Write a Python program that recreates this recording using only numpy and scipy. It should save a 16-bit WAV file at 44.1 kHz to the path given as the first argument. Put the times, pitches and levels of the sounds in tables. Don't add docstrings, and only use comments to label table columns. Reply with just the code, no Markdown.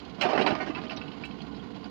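import sys
import numpy as np
from scipy import signal
from scipy.fft import rfft, irfft
from scipy.io import wavfile
from scipy.ndimage import uniform_filter1d

SR = 44100
rng = np.random.default_rng(int(sys.argv[2]) if len(sys.argv) > 2 else 0)


def wav_out(sig):
    wavfile.write(sys.argv[1], SR, np.round(np.clip(np.atleast_2d(sig).T, -1, 1) * 32767).astype(np.int16))


N = 83790
T = np.arange(N) / SR


def amp(db):
    return 10 ** (np.asarray(db) / 20)


def unit(x):
    return x / np.sqrt(np.mean(x ** 2) + 1e-20)


def add(mix, start_s, sound):
    part = mix[round(start_s * SR):][:len(sound)]
    part += sound[:len(part)]


def colour(x, spectrum):
    f, db = np.transpose(spectrum)
    hz = np.fft.rfftfreq(len(x), 1 / SR)
    return irfft(rfft(x) * amp(np.interp(np.log(hz + 1), np.log(f), db)), len(x))


def band(x, lo_hz, hi_hz):
    hz = np.fft.rfftfreq(len(x), 1 / SR) + 1
    return irfft(rfft(x) / np.sqrt((1 + (lo_hz / hz) ** 10) * (1 + (hz / hi_hz) ** 10)), len(x))


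def drift(rate_hz):
    return unit(band(rng.standard_normal(N), .5, rate_hz))


def steady(x, window_s=.012):
    return x / np.sqrt(abs(uniform_filter1d(x ** 2, round(window_s * SR))) + 1e-20)


def damped_mode(t, hz, t60):
    return np.sin(2 * np.pi * hz * t) * np.exp(-np.log(1000) * t / t60)


def chatter(size, contacts_per_s=2500):
    clicks = rng.standard_normal(size) * (rng.random(size) < contacts_per_s / SR)
    return .25 * unit(clicks) + .5 * rng.standard_normal(size)


def crowded_modes(x, depth_db=7, spacing_hz=60):
    hz = np.fft.rfftfreq(len(x), 1 / SR)
    heights = np.clip(rng.standard_normal(1024), -2, 2)
    ripple = np.interp(hz / spacing_hz, np.arange(len(heights)), heights)
    return irfft(rfft(x) * amp(depth_db * ripple * hz / (hz + 500)), len(x))


# f/Hz, level/dB
STEEL_SPECTRUM = [(35, -73), (60, -28), (130, -19.5), (232, 3), (271, 1.5), (310, 1), (422, 1), (532, -7),
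                  (621, 4.5), (739, 3.5), (914, -2.5), (1350, -7.5), (1830, -13.5), (2750, -12),
                  (3400, -21), (5000, -24.5), (6070, -37), (7890, -51.5), (13400, -120)]
def steel(force):
    return colour(force, STEEL_SPECTRUM)


# multiple of the firing rate, level/dB
ENGINE_ORDERS = [(1, -59), (2.5, -58), (3, -53), (3.25, -55.5), (3.62, -55.5), (4.5, -51), (7, -57.5),
                 (7.75, -60)]
# t/s, level/dB
LOAD_SWELL = [(0, -2.5), (1.05, 0.5), (1.7, 2)]
# f/Hz, level/dB
RUMBLE_SPECTRUM = [(25, -66), (52, -21.5), (62, -13.5), (97, -14), (135, -7.5), (195, -4), (245, -5),
                   (290, -9), (413, -12), (496, -16), (590, -19), (720, -16.5), (1300, -25), (2650, -29),
                   (3340, -29), (4900, -35.5), (5800, -48), (7100, -49), (7900, -78.5), (12000, -100)]
# t/s, level/dB
RUMBLE_ENVELOPE = [(0, -43), (.3, -41.5), (1.0, -42), (1.9, -44)]
def diesel(firing_hz=63.3, waver=.47, throb=.15, flutter_db=1.5):
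    cycles = np.cumsum(firing_hz * (1 + .0017 * drift(4.3))) / SR
    lines = np.zeros(N)
    for order, db in ENGINE_ORDERS:
        line = np.sin(2 * np.pi * (order * cycles + rng.random()))
        lines += amp(db) * unit(line * (1 + waver * drift(13.7)))
    lines *= amp(np.interp(T, *np.transpose(LOAD_SWELL)))
    puffs = rng.standard_normal(N) * (1 + throb * np.cos(2 * np.pi * cycles))
    puffs *= amp(flutter_db * drift(29))
    rumble = unit(crowded_modes(colour(puffs, RUMBLE_SPECTRUM), depth_db=3.5))
    return lines + rumble * amp(np.interp(T, *np.transpose(RUMBLE_ENVELOPE)))


def hydraulic_whine(hz=1059, bandwidth_hz=35):
    pipe = np.exp(-np.pi * bandwidth_hz * T) * np.sin(2 * np.pi * hz * T)
    return amp(-58) * unit(irfft(rfft(rng.standard_normal(N)) * rfft(pipe), N))


def ticking(rate_hz=20.45, decay_s=.011, uneven_db=4):
    since_tick = (T * rate_hz % 1) / rate_hz
    ticks = chatter(N) * np.exp(-since_tick / decay_s) * amp(uneven_db * drift(6.3))
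    return amp(-61) * unit(band(crowded_modes(steel(ticks)), 3200, 7000))


# f/Hz, level/dB
AIR_SPECTRUM = [(5000, -11), (9900, -6.5), (11700, 2), (12800, -13.5)]
def air():
    return amp(-86) * unit(colour(rng.standard_normal(N), AIR_SPECTRUM))


def blow(levels_db, contact_s):
    out, t = np.zeros(SR // 2), T[:SR // 2]
    plates = crowded_modes(steel(chatter(len(t))))
    edges_hz = (20, 420, 1697, SR)
    rise_s, fall_s = (.004, .002, .001), (.011, .013, .01)
    tail_db, tail_s = (-15, -11.5, -13), (.044, .094, .073)
    after = np.maximum(t - contact_s, 0)
    for k, db in enumerate(levels_db):
        decay = np.exp(-after / fall_s[k]) + amp(tail_db[k]) * np.exp(-after / tail_s[k])
        envelope = np.minimum(t / rise_s[k], 1) * decay
        sound = steady(band(plates, edges_hz[k], edges_hz[k + 1])) * envelope
        peak_rms = envelope.max() * np.linalg.norm(sound) / np.linalg.norm(envelope)
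        out += amp(db) * sound / peak_rms
    return out


# t/s, thud level/dB, clang level/dB, crash level/dB, contact time/s
BED_IMPACTS = [(0.181, -46, -45.5, -57, 0.034), (0.21, -49.5, -35, -30, 0.013),
               (0.22, -51.5, -35.5, -31.5, 0.017), (0.234, -56, -28.5, -36, 0.012),
               (0.251, -31.5, -25, -38.5, 0.015), (0.288, -40, -30, -39, 0.033),
               (0.331, -34.5, -24, -39, 0.0045), (0.35, -32.5, -28.5, -38, 0.013),
               (0.3756, -29, -25, -34, 0.0067), (0.391, -25, -27.5, -34.5, 0.012),
               (0.41, -27.5, -40.5, -30.5, 0.013), (0.442, -28, -31, -56, 0.0034),
               (.462, -38.5, -24.5, -28, 0.0058), (0.472, -33, -30, -27.5, 0.0027),
               (0.483, -28, -35, -49, 0.0097), (0.504, -26, -28, -37, 0.0038),
               (0.522, -25.5, -37, -56, 0.0037), (0.551, -45, -35.5, -37, 0.0024),
               (0.605, -38.5, -41.5, -44.5, 0.028), (0.662, -40.5, -44, -44, 0.026),
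               (0.701, -67, -40, -45, 0.0076), (0.758, -43.5, -42, -48, 0.036),
               (0.836, -41.5, -50.5, -49, 0.018), (0.906, -57, -43.5, -41.5, 0.016)]
# f/Hz, level/dB, T60/s
BED_RESONANCES = [(217.5, -12, 1.3), (319.2, 4.5, 1.4), (572, -0.5, 1.3), (639.6, 10.5, 0.55),
                  (796, -10.5, 1.7), (853, 4, 0.75), (1105, -10.5, 1.4), (1214, 8, 0.94),
                  (1502, -4.5, 0.77)]
def trailer_bed(ring_db=-45):
    hits, ring = np.zeros(N), np.zeros(N)
    for start, *levels_db, contact_s in BED_IMPACTS:
        add(hits, start, blow(levels_db, contact_s))
    for hz, db, t60 in BED_RESONANCES:
        ring += amp(db) * unit(signal.fftconvolve(hits, damped_mode(T[:SR], hz, t60))[:N])
    return hits + amp(ring_db) * unit(ring)


# t/s, level/dB, T60/s
BUCKET_STRIKES = [(0.211, -24.5, 0.11), (0.377, -31, 0.044), (0.474, -24.5, 0.031), (0.52, -29, 0.021),
                  (0.552, -38, 0.035)]
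# f/Hz, level/dB
BUCKET_RESONANCES = [(2440, -6.5), (2659, -2), (2864, -0.5), (2965, 1), (3106, -6), (4081, -7.5),
                     (4290, -11)]
def bucket():
    out, t = np.zeros(N), T[:SR // 2]
    for start, db, t60 in BUCKET_STRIKES:
        ring = sum(amp(mode_db + 2 * rng.standard_normal()) * np.sin(2 * np.pi * (hz * t + rng.random()))
                   for hz, mode_db in BUCKET_RESONANCES)
        envelope = np.minimum(t / .002, 1) * np.exp(-np.log(1000) * t / t60)
        add(out, start, amp(db) * unit(ring) * envelope)
    return out


# t/s, level/dB, decay constant/s
EDGE_SNAPS = [(0.212, -48.5, 0.018), (0.377, -65, 0.029), (0.465, -60.5, 0.019), (1.252, -58.5, 0.011)]
# f/Hz, level/dB
SNAP_SPECTRUM = [(3000, -41), (5000, 3), (7500, 5.5), (9800, -13.5), (11500, -2), (14500, -38)]
def snaps(size=8192):
    out, t = np.zeros(N), T[:size]
    for start, db, decay_s in EDGE_SNAPS:
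        envelope = np.minimum(t / .00059, 1) * np.exp(-t / decay_s)
        add(out, start, amp(db) * unit(colour(chatter(size), SNAP_SPECTRUM)) * envelope)
    return out


# t/s, level/dB, f/Hz, decay constant/s
PANEL_KNOCKS = [(0.462, -24.5, 938, 0.0072), (.696, -24, 309, 0.0054), (0.756, -35, 1003, 0.014),
                (.922, -35.5, 639, 0.025)]
def panels():
    out, t = np.zeros(N), T[:SR // 2]
    for start, db, hz, decay_s in PANEL_KNOCKS:
        envelope = (1 - np.exp(-t / .0031)) ** 2 * np.exp(-t / decay_s)
        tone = np.sin(2 * np.pi * (hz * t + rng.random()))
        add(out, start, amp(db) * envelope / envelope.max() * tone)
    return out


# f/Hz, level/dB
SHOE_RESONANCES = [(760, 5.5), (1497, -1), (1852, -0.5), (2148, -0.5), (2330, -4.5)]
def shoe_skid(start_s=.6, hold_s=.012, fall_s=.026, t60=.19):
    out, t = np.zeros(N), T[:SR // 2]
    friction = rfft(band(chatter(len(t)), SHOE_RESONANCES[0][0] / 2, SHOE_RESONANCES[-1][0]))
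    ring = sum(amp(db) * steady(irfft(friction * rfft(damped_mode(t, hz, t60)), len(t)))
               for hz, db in SHOE_RESONANCES)
    envelope = np.minimum(t / .004, 1) * np.exp(-np.maximum(t - hold_s, 0) / fall_s)
    add(out, start_s, amp(-31.5) * unit(ring) * envelope)
    return out


# t/s, level/dB, f/Hz
LINK_CLINKS = [(0.749, -33, 2630), (0.815, -45, 3310), (0.895, -33.5, 2720), (0.97, -38.5, 3784),
               (1.015, -37.5, 2620), (1.08, -44, 2900), (1.117, -44, 3080), (1.237, -33.5, 2310),
               (1.252, -39.5, 2920), (1.309, -46.5, 3140), (1.548, -49.5, 3880), (1.745, -49.5, 3300)]
# f/Hz, level/dB
LINK_RESONANCES = [(1530, -1), (1790, -10), (2020, -11), (2300, -4), (2660, 2.5), (2890, -4.5), (3250, -4),
                   (3950, -0.5), (4420, 2.5), (5100, 4)]
def track_links(size=8192, half_width_octaves=.45, t60=.11):
    out, t = np.zeros(N), T[:size]
    hz = np.fft.rfftfreq(size, 1 / SR) + 1
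    rise = np.minimum(t / .00024, 1)
    contact = rise * np.exp(-t / .006)
    for start, db, pitch_hz in LINK_CLINKS:
        near_pitch = lambda f: 1 / (1 + (np.log2(f / pitch_hz) / half_width_octaves) ** 2)
        rattle = contact * irfft(rfft(steel(chatter(size))) * near_pitch(hz))
        ring = np.zeros(size)
        for mode_hz, mode_db in LINK_RESONANCES:
            response = signal.fftconvolve(rattle, damped_mode(t, mode_hz, t60))[:size]
            ring += amp(mode_db) * near_pitch(mode_hz) * unit(response)
        ping = rise * np.exp(-t / .012) * np.sin(2 * np.pi * pitch_hz * t)
        clink = unit(ring) + .35 * unit(rattle) + .7 * unit(ping)
        add(out, start, amp(db) * np.sqrt(np.mean(contact ** 2)) * clink)
    return out


# t/s, level/dB, f/Hz
PIN_TAPS = [(0.867, -39.5, 3130), (0.964, -42, 5790), (1.404, -39.5, 3290), (1.597, -42, 3240),
            (1.842, -41.5, 4730)]
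def pins(decay_s=.0065):
    out, t = np.zeros(N), T[:SR // 2]
    envelope = np.minimum(t / .002, 1) * np.exp(-t / decay_s)
    for start, db, hz in PIN_TAPS:
        rattle = unit(band(steel(chatter(len(t))), .77 * hz, hz))
        add(out, start, amp(db) * envelope * (np.sin(2 * np.pi * hz * t) + .35 * rattle))
    return out


def scene():
    background = diesel() + hydraulic_whine() + ticking() + air()
    contacts = trailer_bed() + bucket() + snaps() + panels() + shoe_skid() + track_links() + pins()
    return np.tile(background + contacts, (2, 1))


def record(dry, left_db=-45.5, right_db=3.5, cutoff_hz=15700):
    channels = dry * amp([[left_db], [right_db]])
    channels[0] += amp(-84) * unit(band(rng.standard_normal(N), 20, 5000))
    low_pass = signal.firwin(511, cutoff_hz, window=("kaiser", 9), fs=SR)
    return signal.oaconvolve(channels, low_pass[None], "same")


dry = scene()
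out = record(dry)
wav_out(out)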